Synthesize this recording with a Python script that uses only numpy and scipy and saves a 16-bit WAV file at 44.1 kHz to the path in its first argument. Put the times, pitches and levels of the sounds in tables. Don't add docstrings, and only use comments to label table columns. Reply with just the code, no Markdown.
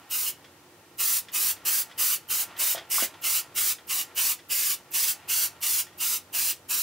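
import sys
import numpy as np
from scipy import signal
from scipy.fft import rfft, irfft
from scipy.io import wavfile

SR = 44100
rng = np.random.default_rng(int(sys.argv[2]) if len(sys.argv) > 2 else 0)


def wrap_up_sound(samples):
    columns = np.atleast_2d(samples).T
    tamed = np.clip(columns, -1, 1)
    steps = np.round(tamed * 32767).astype(np.int16)
    wavfile.write(sys.argv[1], SR, steps)


N = 300762
TIME = np.arange(N) / SR
HZ = np.maximum(np.arange(N // 2 + 1) * SR / N, 1)
TOP_HZ, WALLS_DB = 15750, -6

# f/Hz, density/dB
ROOM_SPECTRUM = [(20, -38), (40, -44), (65, -5), (100, -2.5), (150, -1), (230, -7), (300, 1.5), (400, -5.5),
                 (480, -4), (600, -6.5), (850, -9.5), (1600, -20), (3600, -37), (15500, -47)]
# f/Hz, level/dB
HUM_TONES = [(98, -72), (359, -68), (479, -72)]
# f/Hz, density/dB
CLOTH_SPECTRUM = [(300, -2), (900, 12), (1800, 5), (2800, 6), (4000, -3), (8000, -14), (15000, -23)]
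# centre t/s, duration/s, level/dB
ARM_MOVES = [(.05, 0.44, -53.5), (1.7, 0.72, -51.5), (2.56, 0.35, -46.5), (3.2, 0.84, -51),
             (4.1, 0.12, -51.5), (5.25, 0.75, -52), (5.75, 0.64, -58)]
# f/Hz, bandwidth/Hz, level/dB
SWING_MODES = [(864, 63, -13), (1374, 25, -10.5), (1868, 120, -11.5)]
# t/s, level/dB
CAN_TICKS = [(.443, -51), (1.284, -47), (1.564, -52), (1.897, -52), (1.912, -52), (2.508, -54),
             (2.563, -45.5), (2.755, -39.5), (2.777, -38.5), (3, -33.5), (3.033, -39.5), (3.138, -50),
             (3.782, -52), (4.389, -51), (5.866, -51), (5.925, -60)]
# f/Hz, bandwidth/Hz, level/dB
CAN_MODES = [(1880, 520, 6), (2380, 330, -6), (3370, 390, 7), (4900, 1200, -5), (8000, 4000, -20)]
# t/s, peak level/dB, centre of excitation f/Hz
BENCH_KNOCKS = [(2.748, -25, 696), (2.771, -31, 605), (2.982, -22.5, 1100), (3.023, -25, 337)]
# f/Hz, bandwidth/Hz, level/dB
BENCH_MODES = [(265, 87, -0.5), (680, 130, 5), (1330, 260, 0)]
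# f/Hz, density/dB
JET_SPECTRUM = [(150, -30), (500, -16), (850, -11.5), (1200, -5), (1600, -7.5), (2100, -3.5), (3100, -6),
                (3700, -3.5), (4500, -1.75), (6400, -2.5), (9500, 1.5), (12000, 2.5), (15500, 6)]
# f/Hz, bandwidth/Hz, level/dB
CAP_MODES = [(5910, 370, 3), (7050, 410, 3), (8630, 400, -1), (5030, 380, -0.5)]
# t/s, treble gain/dB, low rush gain/dB
JET_BALANCE = [(0, 2.8, -4), (1.3, 1.5, -3), (2.5, 2, -0.5), (3.2, -0.5, -3.5), (4.2, 0, -2.5),
               (5.2, -0.4, -5.5), (6.8, 0, -3.5)]
# opening t/s, closing t/s, seep before opening/s, level/dB, ring on press/dB, ring on lift/dB
PRESSES = [(0.111, .306, .013, -35, 5, 11.5), (.993, 1.193, 0.013, -31.5, 0.5, -13),
           (1.341, 1.523, 0.017, -31, 0, 1), (1.656, 1.822, 0.0061, -31, 1, -9),
           (1.987, 2.159, 0.011, -31.5, 3.5, 8.5), (2.3, 2.438, 0.015, -33, 4.5, -3),
           (2.593, 2.743, 0.019, -31.5, 1, 4), (2.911, 3.057, .012, -30, 0, 4),
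           (3.24, 3.404, 0.021, -30.5, 4.5, 5.5), (3.563, 3.729, 0.013, -30.5, 1.5, -3),
           (3.896, 4.027, .021, -33, 5, 8), (4.171, 4.334, 0.017, -30.5, 5, 6),
           (4.504, 4.746, 0.012, -31.5, 7, 2), (4.941, 5.126, 0.026, -30, 3, -29),
           (5.293, 5.469, 0.012, -30.3, 4, -20), (5.626, 5.82, 0.014, -31, 3, 5),
           (6.005, 6.175, 0.024, -31.5, 3, -4), (6.342, 6.523, 0.014, -31.5, 2, 4),
           (6.696, 6.87, 0.0095, -32, -3.5, 0)]
# f/Hz, coherence (0-1), phase lead of the left/rad
MIC_COHERENCE = [(100, 1, 0.046), (1100, 1, 0.21), (2140, 1, 0.25), (2770, .98, -0.054), (3620, 1, 0),
                 (6000, 0.9, 0.079), (8000, 0.8, -0.51), (10900, 0.65, -.45), (15000, 0.6, -1.15)]
# f/Hz, left minus right/dB
MIC_BALANCE = [(60, 1), (110, -0.5), (200, -1), (380, -0.5), (700, -0.5), (1290, -0.5), (2380, -0.5),
               (4400, -0.5), (8120, -0.5), (15000, -1.5)]
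# f/Hz, density/dB
MIC_NOISE = [(20, -24), (90, -33), (400, -3), (900, 0.5), (2000, -1.5), (5000, -3), (15500, -7)]


def undb(db):
    return 10 ** (np.asarray(db) / 20)


def contour(points, column=1):
    rows = np.array(points)
    return np.interp(np.log(HZ), np.log(rows[:, 0]), rows[:, column])


def resonance(hz, width_hz):
    return 1 / (1 + 1j * (HZ / hz - hz / HZ) * hz / width_hz)


def modal_gain(modes):
    return np.sqrt(sum(np.abs(undb(db) * resonance(hz, width)) ** 2 for hz, width, db in modes))


def shape(x, gain):
    return irfft(rfft(x) * gain, N)


def noise(gain):
    x = shape(rng.standard_normal((2, N)), gain)
    return x / np.sqrt(np.mean(x ** 2))


def drift(cutoff_hz):
    return noise(1 / (1 + (HZ / cutoff_hz) ** 4))[0]


def decay(start_s, t60_s, rise_s=0.00081):
    age = np.maximum(TIME - start_s, 0)
    return (1 - np.exp(-age / rise_s)) * np.exp(-np.minimum(np.log(1000) * age / t60_s, 30))


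def echoes(x, bench_db=-9, bench_s=0.0042, t60_s=0.18, treble_t60_s=0.08, damping_hz=5630):
    age = np.arange(SR // 4) / SR
    bench, walls = rng.standard_normal((2, len(age))) * (age > .0005)
    bench = bench * np.exp(-age / bench_s)
    dull = signal.lfilter(*signal.butter(1, damping_hz, fs=SR), walls)
    treble = (walls - dull) * np.exp(-np.log(1000) * age / treble_t60_s)
    walls = dull * np.exp(-np.log(1000) * age / t60_s) + treble
    response = undb(bench_db) * bench / np.linalg.norm(bench)
    response += undb(WALLS_DB) * walls / np.linalg.norm(walls)
    return signal.fftconvolve(x, response[None], axes=1)[:, :x.shape[1]]


def room_tone(air_db=-58.5, hum_width_hz=9):
    hum = sum(undb(db) * noise(resonance(hz, hum_width_hz) ** 2) for hz, db in HUM_TONES)
    return noise(undb(contour(ROOM_SPECTRUM)) * (HZ < TOP_HZ)) * undb(air_db + .5 * drift(8.2)) + hum


def sleeve(cloth_db=-3.5, grain_db=1.5, metal_db=-2, rest_db=-59):
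    power = sum((undb(db) * np.exp(-2 * ((TIME - s) / length) ** 2)) ** 2 for s, length, db in ARM_MOVES)
    cloth = noise(undb(contour(CLOTH_SPECTRUM))) * undb(cloth_db + grain_db * drift(69))
    metal = sum(undb(metal_db + db) * noise(resonance(hz, width) ** 2) for hz, width, db in SWING_MODES)
    return (cloth + metal) * np.sqrt(undb(rest_db) ** 2 + power)


def can_ticks(gain_db=3.5, t60_s=0.1):
    envelope = sum(undb(db + gain_db) * decay(s, t60_s) for s, db in CAN_TICKS)
    return noise(modal_gain(CAN_MODES)) * envelope


def bench_knocks(blow_width_hz=560, clatter_db=-13.5, clatter_t60_s=0.13):
    bench = sum((-1) ** k * undb(db) * resonance(hz, width)
                for k, (hz, width, db) in enumerate(BENCH_MODES))
    knocks = 0
    for s, db, hz in BENCH_KNOCKS:
        response = bench * resonance(hz, blow_width_hz) ** 2
        thud = shape(signal.unit_impulse(N, int(s * SR)), response)
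        clatter = undb(clatter_db) * decay(s, clatter_t60_s) * noise(response)
        knocks += undb(db) * (thud / np.abs(thud).max() + clatter)
    return knocks


def swish(x, delay_s=0.000807, swing=0.31, reflection=0.27):
    late = TIME - delay_s * np.exp(swing * drift(1.91))
    reflected = np.array([np.interp(late, TIME, row) for row in x])
    return (x + reflection * reflected) / np.hypot(1, reflection)


def moving_echoes(x, bench_db=-12, glide_s=0.14, midway_s=0.2):
    age = np.arange(x.shape[1]) / SR
    angle = np.clip(.5 + (age - midway_s) / glide_s, 0, 1) * np.pi / 2
    reflected = np.cos(angle) * echoes(x, bench_db) + np.sin(angle) * echoes(x, bench_db)
    return (x + reflected) / np.sqrt(1 + undb(bench_db) ** 2 + undb(WALLS_DB) ** 2)


def jet_bands():
    cap = np.sqrt(1 + modal_gain(CAP_MODES) ** 2)
    jet = swish(noise(undb(contour(JET_SPECTRUM)) * cap * (HZ < TOP_HZ)))
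    treble = shape(jet, 1 / (1 + (10000 / HZ) ** 6))
    rush = shape(jet, 1 / (1 + (HZ / 1900) ** 6))
    middle = jet - treble - rush
    times, treble_db, rush_db = np.transpose(JET_BALANCE)
    hiss = middle + treble * undb(np.interp(TIME, times, treble_db))
    return hiss, rush * undb(np.interp(TIME, times, rush_db))


def valve_flow(t, on, off, seep_s, seep_db=-18, unseal_s=0.0019, opening_s=0.005, closing_s=0.0079):
    unsealed = np.clip((t - on + seep_s) / unseal_s, 0, 1)
    travel = 1 / (1 + np.exp((on - t) / opening_s))
    return unsealed * np.hypot(undb(seep_db), travel) / (1 + np.exp((t - off + 0.0013) / closing_s))


def whistle_envelope(age, seep_s, gain_db=-19, lead_s=0.007, rise_s=0.0025, fall_s=0.021):
    return undb(gain_db) * np.clip((age + seep_s + lead_s) / rise_s, 0, 1) * np.clip(-age / fall_s, 0, 1)


def spray(gain_db=6.5, flutter_db=0.86, steady_db=-28.5, sputter_db=-17, release_db=-22, spit_db=-18.5):
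    hiss, rush = jet_bands()
    whistle = noise(resonance(hz=13500, width_hz=1700) ** 2 * (HZ < TOP_HZ))
    nozzle = noise(resonance(hz=2870, width_hz=385) ** 2)
    low_ring = noise(resonance(hz=2594, width_hz=200) ** 2)
    flutter = undb(flutter_db * drift(47))
    out = np.zeros((2, N))
    for on, off, seep_s, db, press_db, lift_db in PRESSES:
        span = slice(max(int((on - .07) * SR), 0), int((off + .25) * SR))
        t = TIME[span]
        flow = valve_flow(t, on, off, seep_s)
        settling = np.exp(-((t - on - .012) / .034) ** 2)
        lifting = np.exp(-((t - off + .027) / .022) ** 2)
        sputter = undb(press_db + sputter_db) * settling + undb(lift_db + release_db) * lifting
        ring = (undb(press_db + steady_db) * flow + sputter * np.sqrt(flow)) * nozzle[:, span]
        spit = undb(spit_db) * settling * flow * low_ring[:, span]
        jet = flow * (hiss[:, span] + (1 + 0.63 * settling) * rush[:, span])
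        leak = whistle_envelope(t - on, seep_s) * whistle[:, span]
        out[:, span] += undb(db + gain_db) * moving_echoes((jet + ring + spit + leak) * flutter[span])
    return out


def scene():
    bursts = spray()
    impacts = can_ticks() + bench_knocks()
    shared, apart = bursts + impacts + echoes(impacts) + sleeve() + room_tone()
    coherence, lead = contour(MIC_COHERENCE), contour(MIC_COHERENCE, column=2)
    mid = shape(shared, np.sqrt((1 + coherence) / 2))
    side = shape(apart, np.sqrt((1 - coherence) / 2))
    left_gain = undb(contour(MIC_BALANCE) / 2) * np.exp(1j * lead / 2)
    return np.array([shape(mid + side, left_gain), shape(mid - side, 1 / left_gain)])


def record(dry, hiss_db=-58.5, low_hz=48):
    heard = dry + undb(hiss_db) * noise(undb(contour(MIC_NOISE)) * (HZ < TOP_HZ))
    heard = signal.sosfilt(signal.butter(2, low_hz, "high", fs=SR, output="sos"), heard)
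    return signal.sosfilt(signal.ellip(10, .1, 80, TOP_HZ, fs=SR, output="sos"), heard)


dry = scene()
out = record(dry)
wrap_up_sound(out)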